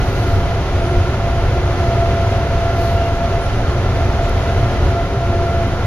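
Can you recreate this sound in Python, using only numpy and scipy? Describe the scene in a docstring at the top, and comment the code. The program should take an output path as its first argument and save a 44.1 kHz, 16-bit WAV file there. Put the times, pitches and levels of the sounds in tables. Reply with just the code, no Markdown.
"""Tyres rolling on a concrete guideway fill the inside of an airport tram at a nearly steady speed.
They shake the body into a deep rumble, raised by a few bumps, and a roar coloured by the cabin's panels.
Air rushes and hisses outside. All these are noises, each shaped by its own spectrum.
The drive gear whines over weaker hums, made of wavering tones that follow the running speed.
A thin steady tone comes from the power electronics; the trim ticks and chirps in short noise bursts."""
import sys
import numpy as np
from scipy import signal
from scipy.fft import rfft, irfft
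from scipy.io import wavfile
from scipy.ndimage import uniform_filter1d

SR = 44100
rng = np.random.default_rng(int(sys.argv[2]) if len(sys.argv) > 2 else 0)


def wrap_up_sound(samples):
    """Save the sound to the file named by the first command line argument, as 16-bit audio."""
    columns = np.atleast_2d(samples).T
    # keep every value between -1 and 1, then stretch to whole-number steps
    tamed = np.clip(columns, -1, 1)
    steps = np.round(tamed * 32767).astype(np.int16)
    wavfile.write(sys.argv[1], SR, steps)


N = 258426
TIME, FREQS = np.arange(N) / SR, np.fft.rfftfreq(N, 1 / SR)

# running speed, as the rate at which the gear teeth mesh: (time [s], rate [Hz])
MESH = [(0, 686.8), (.8, 680), (1.5, 681.3), (2.5, 677.6), (3.4, 681.7), (4.4, 680), (5.3, 683),
        (5.86, 674)]
# load on the drive gear, heard as the strength of its whine before throbbing: (time [s], level [dB])
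LOAD = [(0, -42), (.48, -28), (.66, -37), (.86, -29.5), (1.3, -31), (1.86, -28), (2.05, -20), (2.25, -24.5),
        (2.88, -22), (3.36, -26), (3.72, -37.5), (3.98, -27.5), (4.86, -30), (4.99, -20.5), (5.08, -33.5),
        (5.22, -23.5), (5.6, -24), (5.78, -37)]
# roughness of the concrete under the tyres: (time [s], roughness above its usual state [dB])
TRACK = [(0, .5), (.3, -0.2), (.6, -0.2), (1.25, -.5), (2.05, 0.8), (2.7, -0.2), (3.3, -.5), (4.3, .5),
         (4.9, 0.35), (5.12, -2.5), (5.45, -.7), (5.86, -0.8)]


def amp(db):
    """Turns decibels into a gain."""
    return 10 ** (np.asarray(db) / 20)


def unit(x):
    """Scales a signal to an rms (average strength) of one."""
    return x / np.sqrt(np.mean(abs(x) ** 2) + 1e-20)


def curve(rows):
    """Joins the points of a time table by straight lines."""
    return np.interp(TIME, *np.transpose(rows))


def shape(points):
    """Spreads a spectrum table over all frequencies, evenly in pitch rather than in Hz."""
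    hz, value = np.transpose(points)
    return np.interp(np.log(FREQS + 1), np.log(abs(hz) + 1), value)


def wander(rate_hz):
    """Slow random motion of unit size, mostly below the given rate."""
    spectrum = rfft(rng.standard_normal(N))
    return unit(irfft(spectrum / (1 + (FREQS / rate_hz) ** 2), N))


def cabin_noise(colour_db):
    """Stereo noise of unit level: alike on both sides in the bass, ever less alike in the treble."""
    # likeness of left and right: (frequency [Hz], coherence [-1 to 1])
    likeness = [(30, 0.94), (70, 1), (140, 1), (210, 0.91), (330, 0.99), (700, 0.99), (1170, 0.87),
                (1790, 0.78), (2740, 0.4), (4200, 0.2), (9800, -0.042), (15000, -0.36)]
    left, other = rfft(rng.standard_normal((2, N)))
    same = np.clip(shape(likeness), -.998, .998)
    right = same * left + np.sqrt(1 - same ** 2) * other
    return unit(irfft(np.array([left, right]) * amp(colour_db), N))


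def spell(start, length, taper):
    """A smooth swell from zero to one and back; taper is the share of the length spent rising."""
    u = np.clip((TIME - start) / length, 0, 1)
    to_nearest_end = np.minimum(u, 1 - u)
    return np.sin(np.pi / 2 * np.minimum(to_nearest_end / taper, 1)) ** 2


def tone(hz, flutter, flutter_hz):
    """A wavering tone of unit level: flutter (0-1) spreads a share of it close around its pitch."""
    share = np.clip(flutter, 0, 1)
    scatter = unit(wander(flutter_hz) + 1j * wander(flutter_hz))
    sway = np.sqrt(1 - share ** 2) + share * scatter
    turns = np.cumsum(hz * np.ones(N)) / SR + rng.random()
    return unit((sway * np.exp(2j * np.pi * turns)).real)


def rumble():
    """The car body booms on its tyres, more on rough concrete; a bump pushes it harder for a moment."""
    # colour of the boom: (frequency [Hz], relative level per Hz [dB])
    boom_colour = [(6, -38), (13, -14), (21, -4.5), (33, 0), (50, -1.5), (70, 0.5), (98, 1.5), (124, -4),
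                   (140, -6.5), (165, -14.5), (230, -31.5), (500, -65)]
    usual_db, follow = -17.5, 1.36  # level on usual track, and dB per dB of roughness
    boom = cabin_noise(shape(boom_colour))
    # even out the slow swells over about 0.2 s, so that the track sets them
    boom /= np.sqrt(uniform_filter1d(boom[0] ** 2, size=9000))
    return boom * amp(usual_db + follow * curve(TRACK) + bump_jolts_db())


def roar():
    """Tyre noise on concrete, coloured by resonances of the cabin and gear housing."""
    # colour before the resonances: (frequency [Hz], relative level per Hz [dB])
    tyre_colour = [(90, -32), (170, 1.5), (195, 0), (210, 4), (230, 1.5), (290, -0.5), (325, -5), (370, -2),
                   (560, -1), (740, -3), (790, -4), (1100, -6), (1600, -12.5), (3000, -47.5)]
    # resonances, mostly lifting the roar: (centre [Hz], width at half the lift [Hz], lift [dB])
    panels = [(189, 37, 2.5), (213, 12.6, -5.5), (255, 12, -2), (293, 17, 3), (381.4, 47, 7), (678, 35, 8),
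              (733.3, 20, 7.5), (1140, 63, -3), (1380, 125, 6), (1730, 89, 5.5), (2043, 260, 16.5)]
    usual_db, follow = -23, 0.88  # level on usual track, and dB per dB of roughness
    lift_db = sum(db / (1 + (2 * (FREQS - hz) / width) ** 2) for hz, width, db in panels)
    return cabin_noise(shape(tyre_colour) + lift_db) * amp(usual_db + follow * curve(TRACK))


def air_rush():
    """Slightly gusty air rushing along the car, its level also following the track."""
    # colour of the rush: (frequency [Hz], relative level per Hz [dB])
    rush_colour = [(500, -27), (1300, -6.5), (2200, 4.5), (3200, 2), (4300, -1.5), (5100, -4.5),
                   (6200, -4.5), (7400, -9.5), (10500, -14.5), (12400, -21.5), (14000, -42), (15700, -45)]
    usual_db, follow = -33.5, 0.93  # level on usual track, and dB per dB of roughness
    gusts_db = 0.5 * wander(rate_hz=20)
    return cabin_noise(shape(rush_colour)) * amp(usual_db + follow * curve(TRACK) + gusts_db)


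def air_hiss():
    """Spells of soft, finer, high hiss, with a quick random flutter in level."""
    # spells: (start [s], length [s], level at full swell before flutter [dB])
    hisses = [(-.15, 0.68, -41), (2.705, 0.31, -38.5)]
    # colour of the hiss: (frequency [Hz], relative level per Hz [dB])
    hiss_colour = [(2000, -20), (3300, -1), (4200, 12.5), (5300, 1), (9000, 0), (11500, -5), (13500, -2),
                   (15700, -14)]
    swell = sum(amp(db) * spell(start, length, taper=0.38) for start, length, db in hisses)
    return cabin_noise(shape(hiss_colour)) * swell * amp(1.1 * wander(rate_hz=40))


def gear_whine():
    """Meshing gear teeth whine, louder under load; they press unevenly, so the whine throbs."""
    throb_db, throb_hz = 1.43, 7.4
    level_db = curve(LOAD) + throb_db * wander(throb_hz)
    return amp(level_db) * tone(curve(MESH), flutter=0.16, flutter_hz=16)


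def gear_octave():
    """A rough tone at twice the mesh rate, growing as the car leans into the curve."""
    full_db, at_whine_db = -39, -26  # level at full lean when the whine has the second level
    follow = 0.39  # dB per dB of whine
    curve_s, straight_share = 2.2, 0.25  # time to full lean, and the gain share at the start
    lean = np.interp(TIME, [0, curve_s], [straight_share, 1])
    level_db = full_db + follow * (curve(LOAD) - at_whine_db)
    return amp(level_db) * lean * tone(2 * curve(MESH), flutter=0.77, flutter_hz=11)


def tread_hum():
    """The tyre tread hums, swelling and fading, its pitch in step with the running speed."""
    # strength of the hum: (time [s], level [dB])
    tread_level = [(0, -42), (.17, -28), (.5, -37.5), (.95, -27), (1.27, -42), (1.58, -28.5), (2.45, -37.5),
                   (2.9, -31), (3.4, -46), (3.75, -30), (4.45, -39), (4.85, -28.5), (5.12, -36.5),
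                   (5.45, -26), (5.86, -40)]
    tread_order = .5223  # multiple of the mesh rate
    return amp(curve(tread_level)) * tone(tread_order * curve(MESH), flutter=0.34, flutter_hz=7)


def turning_hums():
    """Tones that turn with the wheels and motor, at fixed multiples of the mesh rate."""
    # hums: (multiple of the mesh rate, level [dB], flutter [0 to 1])
    hums = [(0.032, -32.5, 0.8), (.061, -40, 0), (.0915, -30.5, 0.38), (.131, -28.5, 0.86),
            (0.1746, -28.5, 0.79), (.346, -43.5, 0.25), (.388, -41.5, 0.38), (.581, -41.5, 0.77),
            (.678, -42.5, 0.6), (.727, -43, 0.66), (0.8169, -38, 0.48), (.872, -50, 0.55),
            (.921, -45, 0.64), (1.1834, -50.5, 0.4), (1.543, -56, 0.45), (1.82, -49, 0.7),
            (2.09, -45.5, 0.79)]
    mesh = curve(MESH)
    return sum(amp(db) * tone(k * mesh, flutter, flutter_hz=4.4) for k, db, flutter in hums)


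def inverter():
    """A thin tone of steady pitch from the power electronics, stronger on the right."""
    pitch_hz, level_db = 3085, -54.5
    side_db = np.array([[-2.5], [2.5]])  # left, right
    return amp(level_db + side_db) * tone(pitch_hz, flutter=0.34, flutter_hz=3)


def trim():
    """Loose trim rubs, ticks and chirps in short, mostly narrow bursts of noise."""
    # bursts: (start [s], length [s], centre [Hz], width 6 dB down [Hz], level at full swell [dB])
    bursts = [(0.187, .06, 9900, 500, -51), (.79, .17, 9700, 1500, -51), (2.956, 0.14, 2790, 150, -40.5),
              (3.045, .04, 13500, 500, -57), (3.408, 0.063, 9810, 350, -47), (4.222, 0.042, 7260, 400, -41),
              (4.293, 0.0034, 9000, 7000, -32)]
    out = np.zeros((2, N))
    for start, length, hz, width, db in bursts:
        ring_db = -20 * np.log10(1 + ((FREQS - hz) / width * 2) ** 2)
        out += amp(db) * spell(start, length, taper=0.15) * cabin_noise(ring_db)
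    return out


def bump_jolts_db():
    """Bumps in the running surface, each a brief swell in dB that lifts the rumble."""
    # bumps: (middle of the bump [s], height of the swell before its taper [dB])
    bumps = [(.35, 3.5), (.97, 6), (1.45, 2), (2.9, 2.5), (4.875, 4)]
    bump_s = 0.22
    # with a taper above one half, the swell turns back just short of its full height
    return sum(db * spell(middle - bump_s / 2, bump_s, taper=0.54) for middle, db in bumps)


def scene():
    """Everything heard at the front window of the car."""
    rolling = rumble() + roar()
    air = air_rush() + air_hiss()
    drive = gear_whine() + gear_octave() + tread_hum() + turning_hums() + inverter()
    return rolling + air + drive + trim()


def record(dry):
    """Two microphones: sound reaches the right one later; both have a deep treble notch and a top limit."""
    # balance of the pair: (frequency [Hz], left minus right [dB])
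    balance = [(25, -0.5), (60, 0.5), (125, -0.4), (500, -0.5), (1200, -0.7), (2400, -1), (4400, -0.5),
               (9000, 0.7)]
    lag_s = 7e-5
    notch_hz, notch_width_hz, edge_hz = 8180, 2970, 15720
    tilt_db = shape(balance) / 2
    late = np.exp(-2j * np.pi * FREQS * lag_s)
    ports = np.array([amp(tilt_db), amp(-tilt_db) * late])
    pair = irfft(rfft(dry) * ports, N)
    notched = signal.lfilter(*signal.iirnotch(notch_hz, notch_hz / notch_width_hz, fs=SR), pair)
    low_pass = signal.firwin(1023, edge_hz, window=("kaiser", 9), fs=SR)
    return signal.oaconvolve(notched, low_pass[None], "same")


dry = scene()
out = record(dry)
wrap_up_sound(out)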